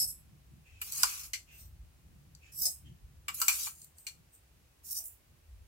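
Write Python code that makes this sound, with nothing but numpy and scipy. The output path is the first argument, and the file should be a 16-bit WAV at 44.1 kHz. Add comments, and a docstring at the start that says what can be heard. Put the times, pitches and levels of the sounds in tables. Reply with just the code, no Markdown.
"""Coarse salt hisses off a steel spoon and patters on the heap in a glass bowl. Twice more the spoon
digs into a hand-held glass jar, clinking and crunching, and tips out another spoonful.
The salt is a swarm of tiny random impacts; each clink is the damped ringing of the jar's modes.
Faint squeaks come between the scoops, and a small kitchen reverberates over a low rumble."""
import sys
import numpy as np
from scipy import signal
from scipy.fft import rfft, irfft, next_fast_len
from scipy.io import wavfile
from scipy.ndimage import map_coordinates

SR = 44100
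rng = np.random.default_rng(int(sys.argv[2]) if len(sys.argv) > 2 else 0)


def digitize_waveform(pressure):
    """Quantize a signal to 16-bit integers and store it at the path in sys.argv[1].

    Rows of a 2-D input are taken as channels; values are limited to [-1, 1].
    """
    field = np.atleast_2d(pressure).T
    bounded = np.clip(field, -1, 1)
    quanta = np.round(bounded * 32767).astype(np.int16)
    wavfile.write(sys.argv[1], SR, quanta)


N = 250047


def amp(db):
    """Amplitude ratio of a level in decibels."""
    return 10 ** (np.asarray(db) / 20)


def unit(x):
    """Normalisation to rms 1."""
    return x / np.sqrt(np.mean(x ** 2) + 1e-20)


def pan(x, left_db):
    """Level difference between the channels: left exceeds right by left_db."""
    return x * amp([[left_db / 2], [-left_db / 2]])


def along(points, hz):
    """Interpolation of (frequency, value) points on a logarithmic axis."""
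    f, v = np.transpose(points)
    return np.interp(np.log(hz + 1), np.log(f + 1), v)


def curves(rows):
    """Linear interpolation in time: one value per sample for each later column."""
    times, *columns = np.transpose(rows)
    return [np.interp(np.arange(N) / SR, times, column) for column in columns]


def stroke(start, length, db, swell_db, rise, fall):
    """Envelope of a movement: exponential rise and fall [dB/s] around a hold that swells or ebbs."""
    gain = np.zeros(N)
    near = np.arange(max(int((start - .5) * SR), 0), min(int((start + length + .5) * SR), N))
    t = near / SR - start
    held_db = db + swell_db * (np.clip(t / length, 0, 1) - .5)
    gain[near] = amp(held_db - rise * np.maximum(-t, 0) - fall * np.maximum(t - length, 0))
    return gain


def filtered(x, response):
    """Zero-phase filtering: the spectrum is multiplied by response(hz)."""
    n = x.shape[-1]
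    padded = next_fast_len(n + 8192)
    return irfft(rfft(x, padded) * response(np.fft.rfftfreq(padded, 1 / SR)), padded)[..., :n]


def below(hz, edge_hz, order=16):
    """Magnitude response of a steep low-pass."""
    return 1 / (1 + (hz / edge_hz) ** order)


def coloured(x, spectrum):
    """Spectral shaping by (frequency [Hz], level [dB]) points, at rms 1."""
    return unit(filtered(x, lambda hz: amp(along(spectrum, hz))))


def resonate(x, modes, direct_db):
    """Forced response: modal peaks add in power, and a direct path fills the valleys."""
    def response(hz):
        peaks = sum(amp(2 * db) / (1 + (1.24 * (hz - centre) / width) ** 2) ** 2
                    for centre, width, db in modes)
        return np.sqrt(peaks + amp(2 * direct_db))
    return filtered(x, response)


def wander(x, depth_db, width_bins=0.98, frames=9):
    """Spectral modulation: shifting contact points change the colour in narrow, brief patches."""
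    z = signal.stft(x, nperseg=512)[2]
    grid = np.meshgrid(np.arange(z.shape[1]) / width_bins, np.arange(z.shape[2]) / frames, indexing="ij")
    patches = map_coordinates(rng.standard_normal(z.shape[1:]), grid, mode="wrap")
    gain = amp(depth_db * np.minimum(patches, 1.3))
    return unit(signal.istft(z * gain, nperseg=512)[1][:, :N])


def crystals(per_s, spread_db, life_s=0.0026):
    """Shot noise: random impacts of uneven size, each a decaying burst, unlike in left and right."""
    impacts = (rng.random(N) < per_s / SR) * amp(spread_db * np.clip(rng.standard_normal(N), -2, 2))
    energy = signal.lfilter([1], [1, -np.exp(-1 / (life_s * SR))], impacts ** 2)
    return unit(np.sqrt(energy) * rng.standard_normal((2, N)))


def flow(grains, movements, rise, fall, body_hz=6500, sizzle_hz=10000):
    """Granular flow: movements add in power; a thick stream has more body, a thin one more sizzle."""
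    body = unit(filtered(grains, lambda hz: below(hz, body_hz)))
    hiss = unit(filtered(grains, lambda hz: below(hz, sizzle_hz) - below(hz, body_hz)))
    sizzle = unit(filtered(grains, lambda hz: 1 - below(hz, sizzle_hz)))
    power = np.zeros((3, N))
    for start, length, db, swell_db, body_db, sizzle_db, *_ in movements:
        fine = stroke(start, length, db, swell_db, rise, fall)
        heavy = stroke(start, length, db + body_db, swell_db, rise, 1.5 * fall)  # big grains stop first
        power += np.square([heavy, fine, amp(sizzle_db) * fine])
    return sum(gain * band for gain, band in zip(np.sqrt(power), (body, hiss, sizzle)))


# Likeness of left and right: (frequency [Hz], coherence [0-1])
COHERENCE = [(50, 0.98), (130, .8), (280, .4), (700, 0), (2000, 0.012), (15000, 0)]
def diffuse_noise(spectrum):
    """Diffuse field: the channels are coherent in the bass and independent in the treble."""
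    def mid_and_side(hz):
        angle = np.arccos(along(COHERENCE, hz)) / 2
        return np.array([np.cos(angle), np.sin(angle)])
    mid, side = filtered(rng.standard_normal((2, N)), mid_and_side)
    return coloured(np.array([mid + side, mid - side]), spectrum)


# Room hiss: (frequency [Hz], level [dB])
AIR_SPECTRUM = [(150, -26.5), (250, -7), (414, -9), (831, -11.5), (890, -12.5), (1380, -14), (2200, -14.5),
                (2620, -13), (3340, -17), (11700, -19), (16000, -19.5)]
def room_hiss():
    """Stationary broadband noise, faint and diffuse."""
    return amp(-69) * diffuse_noise(AIR_SPECTRUM)


# Room rumble: (frequency [Hz], level [dB])
RUMBLE_SPECTRUM = [(12, -45), (20, -20.5), (43, -1.5), (65, 1.5), (93, -3), (119, -5), (150, -4.5),
                   (206, -16), (264, -23.5), (353, -24), (400, -40.5), (520, -62.5), (880, -120)]
# Its two bands: (time [s], deep level [dB], upper level [dB])
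RUMBLE_LEVELS = [(0.0, -63, -62), (1.2, -62, -72.5), (2.3, -61.5, -64.5), (3.2, -61.5, -69.5),
                 (4.0, -68.5, -72.5), (5.67, -64, -76.5)]
# Dull bumps: (time [s], duration [s], level [dB])
LOW_BUMPS = [(0.054, 0.027, -56), (0.726, 0.037, -56.5), (1.637, 0.23, -54), (2.84, 0.067, -59),
             (3.041, 0.018, -51.5), (3.151, 0.043, -56.5), (5.497, 0.17, -53.5)]
def rumble(split_hz=110, waver_db=5, waver_per_s=9):
    """Amplitude-modulated low noise: the deep band swells in dull bumps, the upper band wavers."""
    deep = filtered(diffuse_noise(RUMBLE_SPECTRUM), lambda hz: below(hz, split_hz) - below(hz, 33, 6))
    upper = filtered(diffuse_noise(RUMBLE_SPECTRUM), lambda hz: 1 - below(hz, split_hz))
    deep_db, upper_db = curves(RUMBLE_LEVELS)
    bumps = sum(stroke(*bump, swell_db=0, rise=489, fall=300) for bump in LOW_BUMPS)
    waver = map_coordinates(rng.standard_normal(1024), [np.arange(N) * waver_per_s / SR])
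    return np.hypot(amp(deep_db), bumps) * unit(deep) + amp(upper_db + waver_db * waver) * unit(upper)


# Kitchen reverberation: (frequency [Hz], 60 dB decay time [s])
KITCHEN_T60 = [(300, 0.097), (2500, 0.18), (7000, 0.23), (15000, 0.27)]
def kitchen(x):
    """Reverberation: convolution with a noise tail in which each frequency decays at its own rate."""
    hz, t, z = signal.stft(rng.standard_normal((2, SR // 2)), SR, nperseg=256)
    decay = amp(-60 * t / along(KITCHEN_T60, hz)[:, None])
    tail = signal.istft(z * decay, SR, nperseg=256)[1]
    tail = np.pad(tail, ((0, 0), (SR // 200, 0)))  # the walls answer after 5 ms
    return signal.fftconvolve(x, tail / np.linalg.norm(tail[0]), axes=1)[:, :N]


# Noise that drives the squeaks: (frequency [Hz], level [dB])
SQUEAK_SPECTRUM = [(1000, -13), (2000, 0.5), (3200, 0), (4200, -7.5), (7000, -2.5), (12000, -19.5)]
# Thin squeaks: (time [s], duration [s], level [dB], pitch [Hz])
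SQUEAKS = [(0.668, 0.2, -64.5, 2590), (1.489, 0.072, -61, 2666), (2.435, 0.065, -61.5, 2550),
           (2.862, 0.018, -65, 3110)]
def squeaks(width_hz=250):
    """Narrow-band resonance: noise excites one mode, at a slightly different pitch each time."""
    out = np.zeros((2, N))
    noise = wander(diffuse_noise(SQUEAK_SPECTRUM), depth_db=5)
    for start, length, db, pitch_hz in SQUEAKS:
        narrow = unit(resonate(noise, [(pitch_hz, width_hz, 0)], direct_db=-15.5))
        out += stroke(start, length, db, swell_db=0, rise=700, fall=280) * narrow
    return amp(-1) * out


# Settling crystals: (frequency [Hz], level [dB])
SETTLING_SPECTRUM = [(1500, -26), (4000, -24), (6000, -15), (7300, -13.5), (8500, -1), (10500, -20),
                     (12000, -3.5), (14000, 7.5), (16000, -4.5)]
# Trickles: (time [s], duration [s], level [dB], swell [dB], body [relative dB], sizzle [relative dB])
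SETTLINGS = [(1.534, 0.05, -65, 0.5, -2, 9.5), (1.595, 0.06, -62.5, -6, -1, 7),
             (3.985, 0.07, -59.5, -4.5, -23, -2), (4.345, 0.02, -60, -7.5, -22, -2.5)]
def settling():
    """Light granular flow: loose crystals come to rest on the lifted spoon."""
    grains = coloured(crystals(per_s=3100, spread_db=2.5), SETTLING_SPECTRUM)
    return amp(-2.5) * flow(wander(grains, depth_db=4.5), SETTLINGS, rise=702, fall=281.5)


# Modes of the salt-damped jar and the spoon in it: (frequency [Hz], bandwidth [Hz], level [dB])
JAR_MODES = [(374.4, 220, -3.5), (880, 140, -5), (1149, 240, 4), (1329, 39, 6.5), (1528, 83, 3.5),
             (2113, 120, -16), (2303, 51, -8), (2380, 91, -7.5), (2840, 150, -5.5), (4360, 170, 4),
             (4480, 200, -5), (4855, 70, 3.5), (5050, 230, -1.5), (6015, 350, 2), (7370, 330, 3.5),
             (7720, 200, 2), (8500, 200, -0.5), (10100, 3400, -2), (11520, 300, -7), (12440, 110, 5.5),
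             (13854, 125, 8), (14890, 500, 0)]
def jar_ringing(t, spot_hz, t60, snap_db, lift_db=8, reach_octaves=0.12):
    """Damped free vibration after a snap: the point of impact favours the modes near spot_hz."""
    modes = []
    for hz, width, db in JAR_MODES:
        favour_db = lift_db * np.exp(-(np.log2(hz / spot_hz) / reach_octaves) ** 2)
        shifted_hz = hz * (1 + 0.0054 * rng.standard_normal())  # grip and salt detune each blow
        modes.append((shifted_hz, width, db + favour_db + 3 * rng.standard_normal()))
    rattle = unit(resonate(rng.standard_normal((2, len(t))), modes, direct_db=-16))
    tones = unit(sum(amp(db) * np.sin(2 * np.pi * (hz * t + rng.random((2, 1)))) for hz, _, db in modes))
    snap = amp(snap_db - 60 * t / 0.011)
    decay = amp(-60 * t / t60) + amp(-9 - 60 * t / (1.8 * t60))  # a weaker part lingers
    return rattle * (snap + decay) + amp(-13) * tones * decay


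# Edges of the thud, knock, ring, clink and tick bands: (frequency [Hz])
BAND_EDGES = [230, 740, 1800, 3700, 9000, 17000]
# Spoon on jar; deep contacts knock, those near the rim ring, those through salt tick: (time [s],
# clink level [dB], knock, ring and tick [dB re clink], favoured frequency [Hz], 60 dB decay time [s])
CONTACTS = [(0.815, -51, -10, 4, 9, 2400, .05), (0.922, -52.5, -25, -25.5, 6, 7400, .02),
            (1.0326, -26.5, -8, -13.5, -6, 1343, 0.07), (1.3331, -39.5, -28, -2.5, -8.5, 2080, 0.092),
            (2.35, -61.5, -30, -35, -15, 7300, .012), (3.2819, -43.5, -2, 3, -5, 1130, 0.072),
            (3.344, -60.5, -17, -18, 16, 13000, .08), (3.401, -52.5, -7, -7, 10, 12930, 0.028),
            (3.4158, -34.5, -5, -10, 0, 1450, 0.072), (3.4816, -28, -14, -3, -2.5, 2330, .1),
            (3.6687, -50.5, -1.5, -3, 2, 900, 0.062), (3.817, -58.5, -34, -31, -6, 7400, .02),
            (3.845, -69, -22, -25, 9.5, 8340, .014), (3.9832, -67, -25, -23, 3, 8500, 0.027),
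            (4.0669, -45, -24, -4, -7.5, 2430, 0.09)]
def clinks(thud_db=-25, build_cycles=5):
    """Impact excitation: the spoon strikes the jar, and the harder the blow, the stronger its snap."""
    out = np.zeros((2, N + SR))
    t = np.arange(SR // 3) / SR
    hardest_db = max(row[1] for row in CONTACTS)
    for start, clink_db, knock_db, ring_db, tick_db, spot_hz, t60 in CONTACTS:
        strike = jar_ringing(t, spot_hz, t60, snap_db=12.5 + 1.5 * (clink_db - hardest_db))
        colour_db = (knock_db + thud_db, knock_db, ring_db, 0, tick_db)
        for lo, hi, db in zip(BAND_EDGES, BAND_EDGES[1:], colour_db):
            build_up = 1 - np.exp(-t * hi / build_cycles)  # low bands build up later
            band = build_up * filtered(strike, lambda hz: below(hz, hi) - below(hz, lo))
            attack_rms = np.std(band[:, :SR // 40])
            out[:, round(start * SR):][:, :len(t)] += amp(clink_db + db) * band / attack_rms
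    return amp(2) * out[:, :N]


# Shearing crystals: (frequency [Hz], level [dB])
CRUNCH_SPECTRUM = [(2000, -30.5), (3600, -16.5), (4300, -11), (5500, -8), (7500, -5), (9500, -6.5),
                   (12000, -2.5), (15500, -3)]
# Pushes through the salt: (time [s], duration [s], level [dB], swell [dB],
# body [relative dB], sizzle [relative dB], grinding [relative dB])
PUSHES = [(0.82, 0.082, -53.5, 1, -2.5, 4.5, -10.5), (0.921, 0.1, -43, 6.5, -4, 2.5, -14),
          (1.075, 0.18, -51, -7.5, -0.5, 4, -4), (3.345, 0.045, -51.5, 1.5, -5, 8, -17),
          (3.39, 0.14, -44, 4.5, -8, 0.5, -14), (3.5, 0.17, -43.5, 0.5, -2.5, 3.5, -14.5),
          (3.74, 0.094, -62.5, 8, -11.5, -2, -33)]
def crunching():
    """Granular shear: crystals slip past the spoon and each other."""
    grains = coloured(crystals(per_s=1700, spread_db=4.2), CRUNCH_SPECTRUM)
    shearing = wander(grains, depth_db=6.5, width_bins=2, frames=6.7)
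    return amp(1) * flow(shearing, PUSHES, rise=1203, fall=302.5)


# Salt ground on glass: (frequency [Hz], level [dB])
GRIND_SPECTRUM = [(300, -26), (650, -22.5), (850, -9), (1250, -1.5), (1900, -8), (2400, 4), (3000, -1),
                  (3400, -10.5), (6000, -40.5)]
def grinding(swell_ratio=1.8):
    """Friction: crystals under the spoon's tip drive the jar's modes, more so as it presses."""
    glass = resonate(crystals(per_s=1700, spread_db=1), JAR_MODES, direct_db=4.5)
    pressure = sum(stroke(start, length, db + grind_db, swell_ratio * swell_db, rise=1203, fall=302.5)
                   for start, length, db, swell_db, _, _, grind_db in PUSHES)
    return amp(0.5) * pressure * coloured(glass, GRIND_SPECTRUM)


# Salt landing on salt: (frequency [Hz], level [dB])
PATTER_SPECTRUM = [(100, -27), (250, -2.5), (420, -18.5), (660, 2.5), (850, -4.5), (1100, -18),
                   (2500, -12.5), (4000, -23)]
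# The bulk of each spoonful arriving: (time [s], duration [s], level [dB])
HEAP_LANDINGS = [(0.005, 0.0359, -59.5), (2.664, 0.015, -55.5), (4.975, 0.032, -62.5)]
def pattering():
    """Inelastic impacts: crystals land dully on the heap."""
    landing = sum(stroke(*row, swell_db=0, rise=400, fall=405) for row in HEAP_LANDINGS)
    return amp(1) * landing * coloured(crystals(per_s=1200, spread_db=7.5), PATTER_SPECTRUM)


# Modes of spoon and bowl: (frequency [Hz], bandwidth [Hz], level [dB])
BOWL_MODES = [(4454, 140, -7.5), (5200, 220, -3.5), (5270, 320, 5), (5900, 170, -3), (7780, 230, 5.5),
              (7750, 90, -3.5), (8180, 110, 2.5), (9070, 240, 4.5), (9200, 160, 8.5), (9500, 61, -9.5),
              (10450, 380, 0), (11310, 120, 10), (11700, 180, 1), (12970, 220, 8), (13810, 120, -2),
              (13400, 110, -3.5), (14260, 140, -3.5), (14520, 130, -5.5), (15150, 200, -5.5),
              (16000, 160, -4.5)]
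# How freely the bowl rings: (time [s], share of power [0-1])
RINGING_SHARE = [(0, .85), (2.7, .5), (4.9, .1)]
# Sliding salt: (frequency [Hz], level [dB])
SLIDE_SPECTRUM = [(400, -42.5), (1500, -34), (3400, -27), (4300, -13), (5100, -5.5), (6500, -1),
                  (8000, 0.5), (10000, -1.5), (15500, -1)]
# Gushes off the spoon, ending in stragglers:
# (time [s], duration [s], level [dB], swell [dB], body [relative dB], sizzle [relative dB])
POURS = [(0.0, 0.04, -32.5, -8, 0, -1), (0.075, 0.035, -42.5, -5, -11, -1.5),
         (0.18, 0.012, -71, -1, -10, 7.5), (2.523, 0.08, -55, 20, -2.5, 8.5),
         (2.619, 0.03, -37.5, -1.5, -1.5, 6.5), (2.657, 0.018, -30, -8, -3.5, -2.5),
         (2.712, 0.06, -57, -14, -24, 0.5), (4.843, 0.055, -53.5, 7, -4, 5),
         (4.909, 0.022, -44.5, -2.5, -4, 9), (4.95, 0.034, -41, 7, -4, 2.5),
         (5.04, 0.031, -50.5, 0.5, -28, 7.5), (5.125, 0.0093, -68, -2, -22, 11)]
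def pouring():
    """Modal excitation by grains: skidding salt rings spoon and bowl; the growing heap damps them."""
    ringing = resonate(crystals(per_s=2700, spread_db=2.5), BOWL_MODES, direct_db=-20.5)
    damped = crystals(per_s=2500, spread_db=4, life_s=0.0005)
    share = curves(RINGING_SHARE)[0]
    grains = np.sqrt(share) * coloured(ringing, SLIDE_SPECTRUM)
    grains += np.sqrt(1 - share) * coloured(damped, SLIDE_SPECTRUM)
    skidding = wander(grains, depth_db=6, width_bins=2, frames=12)
    return amp(-0.5) * flow(skidding, POURS, rise=2200, fall=380)


# Stereo balance of the spoon, salt and glass: (frequency [Hz], left minus right [dB])
BALANCE = [(1000, -2), (3000, 0.5), (5200, 3.5), (8000, 1), (11000, -5.5), (15000, -2.5)]
def scene(room_db=-9):
    """Superposition of direct sound, reverberation and background; each band leans to one side."""
    direct = pan(pouring(), -0.5) + pattering()
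    direct += pan(crunching() + settling(), 1.5) + grinding()
    direct += squeaks() + pan(clinks(), 1)
    in_room = direct + amp(room_db) * kitchen(direct)
    heard = filtered(in_room, lambda hz: amp(np.outer([.5, -.5], along(BALANCE, hz))))
    return heard + rumble() + room_hiss()


def record(dry, top_hz=15800):
    """Band limiting: an ideal low-pass removes everything above top_hz."""
    return filtered(dry, lambda hz: hz < top_hz)


dry = scene()
out = record(dry)
digitize_waveform(out)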